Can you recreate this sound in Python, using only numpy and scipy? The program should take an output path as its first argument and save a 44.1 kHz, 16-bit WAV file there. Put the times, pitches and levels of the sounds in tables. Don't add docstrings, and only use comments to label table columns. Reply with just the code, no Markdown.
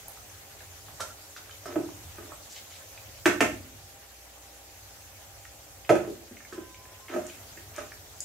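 import sys
import numpy as np
from scipy import signal
from scipy.fft import rfft, irfft, next_fast_len
from scipy.io import wavfile
from scipy.ndimage import uniform_filter1d

SR = 44100
rng = np.random.default_rng(int(sys.argv[2]) if len(sys.argv) > 2 else 0)


def dump(signal):
    limited = np.clip(np.atleast_2d(signal).T, -1, 1)
    pcm = np.round(limited * 32767).astype(np.int16)
    wavfile.write(sys.argv[1], SR, pcm)


N = 363763

# frequency in Hz, relative level in dB, time to fall by 60 dB in s.
PAN_MODES = [(270, -3, .09), (312, 0, .11), (351, 1, .13), (433, -5, .08), (530, -8, .04), (605, 0, .11),
             (700, -8, .04), (800, -13, .035), (980, -13, .04), (1247, -6, .06), (1365, -8, .045),
             (1485, -6, .055), (1810, -7, .05), (2200, -9, .035), (2540, -5, .04), (2740, -7, .045),
             (3050, -10, .03), (3510, -15, .03), (4230, -15, .035)]
# frequency in Hz, likeness from -1 to 1.
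LIKENESS = [(60, 1), (240, 0.68), (950, 0.36), (3770, -0.085), (15000, -0.013)]

HARD_DB, FOCUS_PER_DB = 20., .9
MUFFLE_DB = 12
DETUNE, UNEVEN_DB = 0.012, 1.5
RATTLE_S, CLUSTER_S = 0.013, 0.013
PUNCH = 16.7
LUMPY_DB = 3
BOOM_HZ = 30.4
PRESS_SHARE, EASE_DB = 0.27, -6.5
GRIT_DB = -6
MOTOR_HZ = 60.85
DRIFT_S = .15
EDGE_HZ = 15750


def amp(db):
    return 10 ** (np.asarray(db) / 20)


def evened(x):
    return x / np.sqrt(np.mean(x ** 2) + 1e-20)


def peaked(x):
    return x / (abs(x).max() + 1e-12)


def unit(x):
    return x / np.linalg.norm(x)


def read(points, hz):
    f, value = np.transpose(points)
    return np.interp(np.log(hz + 1), np.log(f + 1), value)


def add(mix, s, sound, pan_db=0.):
    part = mix[:, round(s * SR):][:, :len(sound)]
    part += sound[:part.shape[1]] * amp([[pan_db / 2], [-pan_db / 2]])


def band(x, low_hz, high_hz):
    edges = [low_hz, min(high_hz, SR / 2.2)]
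    return signal.sosfilt(signal.butter(2, edges, "bandpass", fs=SR, output="sos"), x)


def ring(modes, t, boost_db=0.):
    hz, db, t60 = np.transpose(modes)[:, :, None]
    sign = (-1) ** np.arange(len(hz))[:, None]
    return (sign * amp(db + boost_db - 60 * t / t60) * np.sin(2 * np.pi * hz * t)).sum(0)


def varied_modes():
    hz, db, t60 = np.transpose(PAN_MODES)
    shift, weight = rng.standard_normal((len(PAN_MODES), 2)).T
    return np.transpose([hz * (1 + DETUNE * shift), db + UNEVEN_DB * weight, t60])


def knock(thud_db, clack_db, crack_db, thud_hz, clack_hz):
    t = np.arange(SR // 8) / SR
    mode_hz = np.array(PAN_MODES)[:, :1]
    focus_db = FOCUS_PER_DB * max(HARD_DB - thud_db, 0)
    contact = t == 0
    chatter = unit(rng.standard_normal(len(t)) * np.exp(-t / RATTLE_S) * np.minimum(t / 0.0025, 1))
    blow = chatter + 3 * contact
    modes = varied_modes() / [1, 1, 1.5 + focus_db / MUFFLE_DB]

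    def struck_near(hz):
        ringing = ring(modes, t, -focus_db * abs(np.log2(mode_hz / hz)))
        return signal.fftconvolve(blow, ringing)[:len(t)]

    lumps = amp(LUMPY_DB * evened(uniform_filter1d(rng.standard_normal(len(t)), size=100)))
    crowd = rng.standard_normal(len(t)) * lumps * np.exp(-t / CLUSTER_S)
    dense = unit(crowd + PUNCH * contact)

    thud = unit(band(band(struck_near(thud_hz), 175, 1020), 175, 1030))
    thud += amp(13.5 - .5 * focus_db) * band(band(dense, 223, 780), 220, 770)
    thud += BOOM_HZ / thud_hz * unit(band(blow, 94, 213))
    clack = unit(band(struck_near(clack_hz), 1090, 4600))
    clack += amp(18 - 0.66 * focus_db) * band(band(dense, 950, 2900), 960, 2900)
    crack = unit(band(chatter + 0.23 * contact, 2400, 11200))
    return amp(thud_db) * unit(thud) + amp(clack_db) * unit(clack) + amp(crack_db) * crack


def slips(count, per_s):
    size = amp(3.6 * np.minimum(rng.exponential(1, count), 4))
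    return size * rng.choice([-1, 1], count) * (rng.random(count) < per_s / SR)


def stroke(length, db):
    t = np.arange(0, length, 1 / SR)
    catches = slips(len(t), 460.0)
    shaken = signal.fftconvolve(catches, ring(varied_modes(), np.arange(SR // 10) / SR))[:len(t)]
    press_db = np.interp(t / length, [0, np.clip(PRESS_SHARE, .1, .9), 1], [EASE_DB, 0, EASE_DB])
    judder = evened(band(band(shaken, 230, 920), 210, 880))
    grit = evened(band(catches, 430, 2140))
    return amp(db + press_db) * (judder + amp(GRIT_DB) * grit)


def blade_on_pan():
    # start in seconds, then energies of thud, clack and crack in dB before
    # the mix, thud pitch in Hz, clack pitch in Hz.
    knocks = [(.998, -16, -13, -24, 890, 970), (1.004, -6.5, -9, -5, 910, 1400),
              (1.657, -9, -12.5, -17.5, 495, 1230), (1.758, 8.5, -12, -25, 325, 990),
              (1.798, -4.5, -29, -29, 348, 1245), (1.835, -5.5, -30, -38, 333, 1245),
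              (2.184, -10.5, -14.5, -27, 343, 810), (3.257, 14.5, 12.5, 2, 315, 1370),
              (3.406, 12.5, 11, 1.5, 298, 2340), (5.893, 11.5, 5, -6, 604, 1380),
              (5.9, 18, -22, -26, 362, 1245), (5.953, 5, -4.5, -16, 347, 1240),
              (6.074, -2, -27.5, -25, 426, 1245), (6.098, -5, -39, -23, 320, 1245),
              (6.311, -14.5, -34, -44, 265, 1675), (6.525, -10.5, -14.5, -22, 347, 1440),
              (6.578, -4.5, -22.5, -40, 350, 970), (7.138, -5, -10, -22, 716, 1340),
              (7.143, -0.5, -18, -32, 322, 1245), (7.16, 1, -14, -27, 735, 1365),
              (7.171, -3, -18, -26, 500, 1000), (7.574, -17.5, -17.5, -34, 325, 1950),
              (7.781, -7.5, -9.5, -17.5, 810, 1240)]
    # start in seconds, length in seconds,
    # level at full press in dB before the mix.
    strokes = [(1.669, 0.077, -38), (2.189, 0.12, -48), (7.082, 0.14, -38.5), (7.767, 0.094, -45)]
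    pan = np.zeros((2, N))
    for s, *blow in knocks:
        add(pan, s, knock(*blow), -2.5)
    for s, *drag in strokes:
        add(pan, s, stroke(*drag), -1.5)
    return pan


def rasp(length, db, hz):
    count = round(length * SR)
    grit = evened(band(slips(count, 1800.0), hz / 1.97, hz * 1.28))
    return amp(db) * grit * signal.windows.tukey(count, .6)


def ping(db, hz, t60, click):
    t = np.arange(SR // 8) / SR
    note = ring([(hz, 0, t60)], t) * np.minimum(t / 0.00046, 1)
    snap = rng.standard_normal(len(t)) * t * np.exp(-t / 0.0005)
    snap = band(band(snap, .7 * hz, 1.5 * hz), .7 * hz, 1.5 * hz)
    return amp(db) * peaked(note + click * peaked(snap))


def small_sounds():
    # start in seconds, peak level in dB before panning and mix, pitch in Hz.
    ticks = [(.081, -37, 830), (.173, -38.5, 1280), (.337, -39.5, 1270), (0.883, -35.5, 1070),
             (0.606, -35.5, 1750), (1.364, -28.5, 1480), (1.495, -33.5, 1570), (1.511, -34, 3080),
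             (1.889, -33.5, 960), (2.32, -30, 850), (2.976, -32, 2530), (5.452, -34, 1910),
             (5.849, -32, 2520), (6.047, -32.5, 1320), (6.369, -34, 2170), (6.404, -36, 1800),
             (6.45, -34, 1680), (6.745, -33.5, 2300), (6.854, -38, 1680), (7.083, -29.5, 2160),
             (7.299, -32.5, 2450), (7.919, -28.5, 1720)]
    # start in seconds, peak level in dB before panning and mix,
    # pitch in Hz, left over right in dB.
    spits = [(0.0824, -19, 12200, -1.0), (7.267, -25.5, 6900, 0.0), (7.763, -25.5, 7240, 5),
             (8.205, -15, 6940, 2.5)]
    # start in seconds, length in seconds,
    # level in dB before fades and mix, pitch in Hz.
    rasps = [(1.358, 0.03, -44.5, 4530), (2.484, 0.065, -47, 7100), (2.536, 0.065, -44, 4020),
             (2.678, 0.12, -50.5, 3630), (6.523, 0.032, -50, 3900), (7.075, 0.056, -46, 2000),
             (7.241, 0.13, -52, 2450), (7.726, 0.11, -45, 2240)]
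    small = np.zeros((2, N))
    for s, *note in ticks:
        add(small, s, ping(*note, t60=.022, click=1.1), -1.2)
    for s, db, hz, pan_db in spits:
        add(small, s, ping(db, hz, t60=0.0024, click=0.57), pan_db)
    for s, *grit in rasps:
        add(small, s, rasp(*grit))
    return small


def bowl(length, *mode):
    t = np.arange(round(length * SR)) / SR
    return ring([mode], t) * signal.windows.tukey(len(t), .15)


def nearby_vessels():
    # start in seconds, length in seconds, pitch in Hz, level in dB, time to fall by 60 dB in s.
    notes = [(1.007, .06, 1365, -33, .2), (1.1, .03, 1370, -46, .2), (6.53, .47, 1014, -56, 6),
             (7.005, .07, 1055, -58, 4), (6.6, .2, 1567, -60, 1.2)]
    vessel = np.zeros((2, N))
    for s, *note in notes:
        add(vessel, s, bowl(*note))
    return vessel


def kitchen(x):
    # frequency in Hz, time to fall by 60 dB in s.
    decay = [(150, 0.8), (270, 0.15), (450, 0.35), (1000, 0.3), (3000, 0.34), (8000, 0.34)]
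    wet, turn = np.zeros((2, N)), np.pi * np.arange(N) / SR / DRIFT_S
    for k in range(2):
        taps = np.zeros((2, SR // 2))
        at = np.arange(120, SR // 2 - 20, 20)
        at = at + rng.integers(0, 20, (2, len(at)))
        np.put_along_axis(taps, at, rng.choice([-1., 1.], at.shape), 1)
        hz, t, z = signal.stft(taps, SR, nperseg=256)
        same = np.clip(read(LIKENESS, hz), -1, 1)[:, None]
        z[1] = same * z[0] + np.sqrt(1 - same ** 2) * z[1]
        fade = amp(-60 * t / read(decay, hz)[:, None])
        tail = signal.istft(z * fade, SR, nperseg=256)[1]
        echoes = signal.oaconvolve(x, tail / np.linalg.norm(tail[0]), axes=1)[:, :N]
        wet += np.cos(turn + np.pi * k / 2) * echoes
    return wet


def noise(spectrum, size, patchy_db, level_db):
    hop = size // 4
    frames, hz = N // hop + 5, np.fft.rfftfreq(size, 1 / SR)[:, None]
    a, b, c, d, patches = rng.standard_normal((frames, len(hz), 5)).T
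    patches = uniform_filter1d(uniform_filter1d(patches, size=12, axis=0), size=12, axis=1)
    patches = evened(patches)
    same, left = np.clip(read(LIKENESS, hz), -1, 1), a + 1j * b
    right = same * left + np.sqrt(1 - same ** 2) * (c + 1j * d)
    shape = amp(read(spectrum, hz))
    shape = shape / np.sqrt((shape ** 2).mean())
    t = np.arange(frames) * hop / SR
    z = np.array([left, right]) * shape * amp(patchy_db * patches + level_db(t, hz))
    return signal.istft(z, nperseg=size, noverlap=size - hop)[1][:, :N] / np.sqrt(size)


def frying_hiss():
    # frequency in Hz, relative density in dB per Hz.
    air = [(120, -17), (170, -22), (220, -5.5), (400, -13.5), (560, -2.5), (800, -4), (950, -9.5),
           (2000, -9.5), (5000, -11.5), (16000, -9)]
    # time in seconds, change of the hiss in dB.
    sizzle = [(0, 0.5), (1, 0.5), (2.6, 1), (3.2, 0.5), (4.2, -2), (5, -.5), (6.8, -2.5), (7.4, 1),
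              (8.25, -1)]

    def heat_db(t, hz):
        return -44.5 + np.interp(t, *np.transpose(sizzle)) * np.clip(hz / 840.0, 0, 1)

    return noise(air, size=512, patchy_db=1.76, level_db=heat_db)


def traffic_rumble():
    # frequency in Hz, relative density in dB per Hz.
    rumble = [(15, -49), (28, -40), (45, -6), (62, 2), (75, -7), (92, 15), (112, -3.5), (135, -2),
              (260, -27.5)]
    # time in seconds, level of the rumble in dB.
    swell = [(0, -56.5), (1, -49.5), (1.4, -60), (2.1, -45), (2.6, -60), (3, -51.5), (3.5, -43.5),
             (4.2, -64), (5, -53), (5.9, -54.5), (6.8, -57), (7.3, -56), (7.7, -49.5), (8.25, -53.5)]

    def swell_db(t, hz):
        return np.interp(t, *np.transpose(swell)) + 0 * hz

    return noise(rumble, size=4096, patchy_db=-1.0, level_db=swell_db)


def wander(rate):
    t = np.arange(0, N + 256, 256) / SR
    sines = (np.sin(2 * np.pi * (f * t + rng.random())) / np.sqrt(f) for f in np.geomspace(.15, rate, 10))
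    return np.interp(np.arange(N) / SR, t, evened(sum(sines)))


def motor():
    # multiple of the turning rate, level in dB around which the partial drifts.
    partials = [(1, -63.5), (5, -72.5), (6, -74), (7, -71), (9, -69), (13, -68.5)]
    turns = np.cumsum(MOTOR_HZ * (1 + 0.004085 * wander(1.093))) / SR
    buzz = np.zeros(N)
    for k, db in partials:
        buzz += amp(db + 2.5 * wander(1.5)) * np.sin(2 * np.pi * (round(k) * turns + rng.random()))
    return buzz


def scene():
    pan, small = blade_on_pan(), small_sounds()
    direct = amp(-7.0) * pan + amp(-7.0) * small + nearby_vessels()
    echoes = kitchen(amp(-4.5) * pan + amp(-6.5) * small)
    return direct + echoes + frying_hiss() + traffic_rumble() + motor()


def record(dry):
    # frequency in Hz, gain in dB.
    microphone = [(4500, 2), (6500, 5.5), (8200, 1.5), (9600, -3), (11000, -0.5), (12500, 0.5), (15500, -4)]
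    # frequency in Hz, left over right in dB.
    lean = [(60, -1.5), (240, 2), (950, -2.5), (3770, 1), (15000, -1.5)]
    size = next_fast_len(N)
    hz = np.fft.rfftfreq(size, 1 / SR)
    lean_db = read(lean, hz) / 2
    colour = amp(read(microphone, hz) + [lean_db, -lean_db])
    heard = irfft(rfft(dry, size) * colour, size)[:, :N]
    low_pass = signal.firwin(511, EDGE_HZ, window=("kaiser", 9), fs=SR)
    return signal.oaconvolve(heard, low_pass[None], "same")


dry = scene()
out = record(dry)
dump(out)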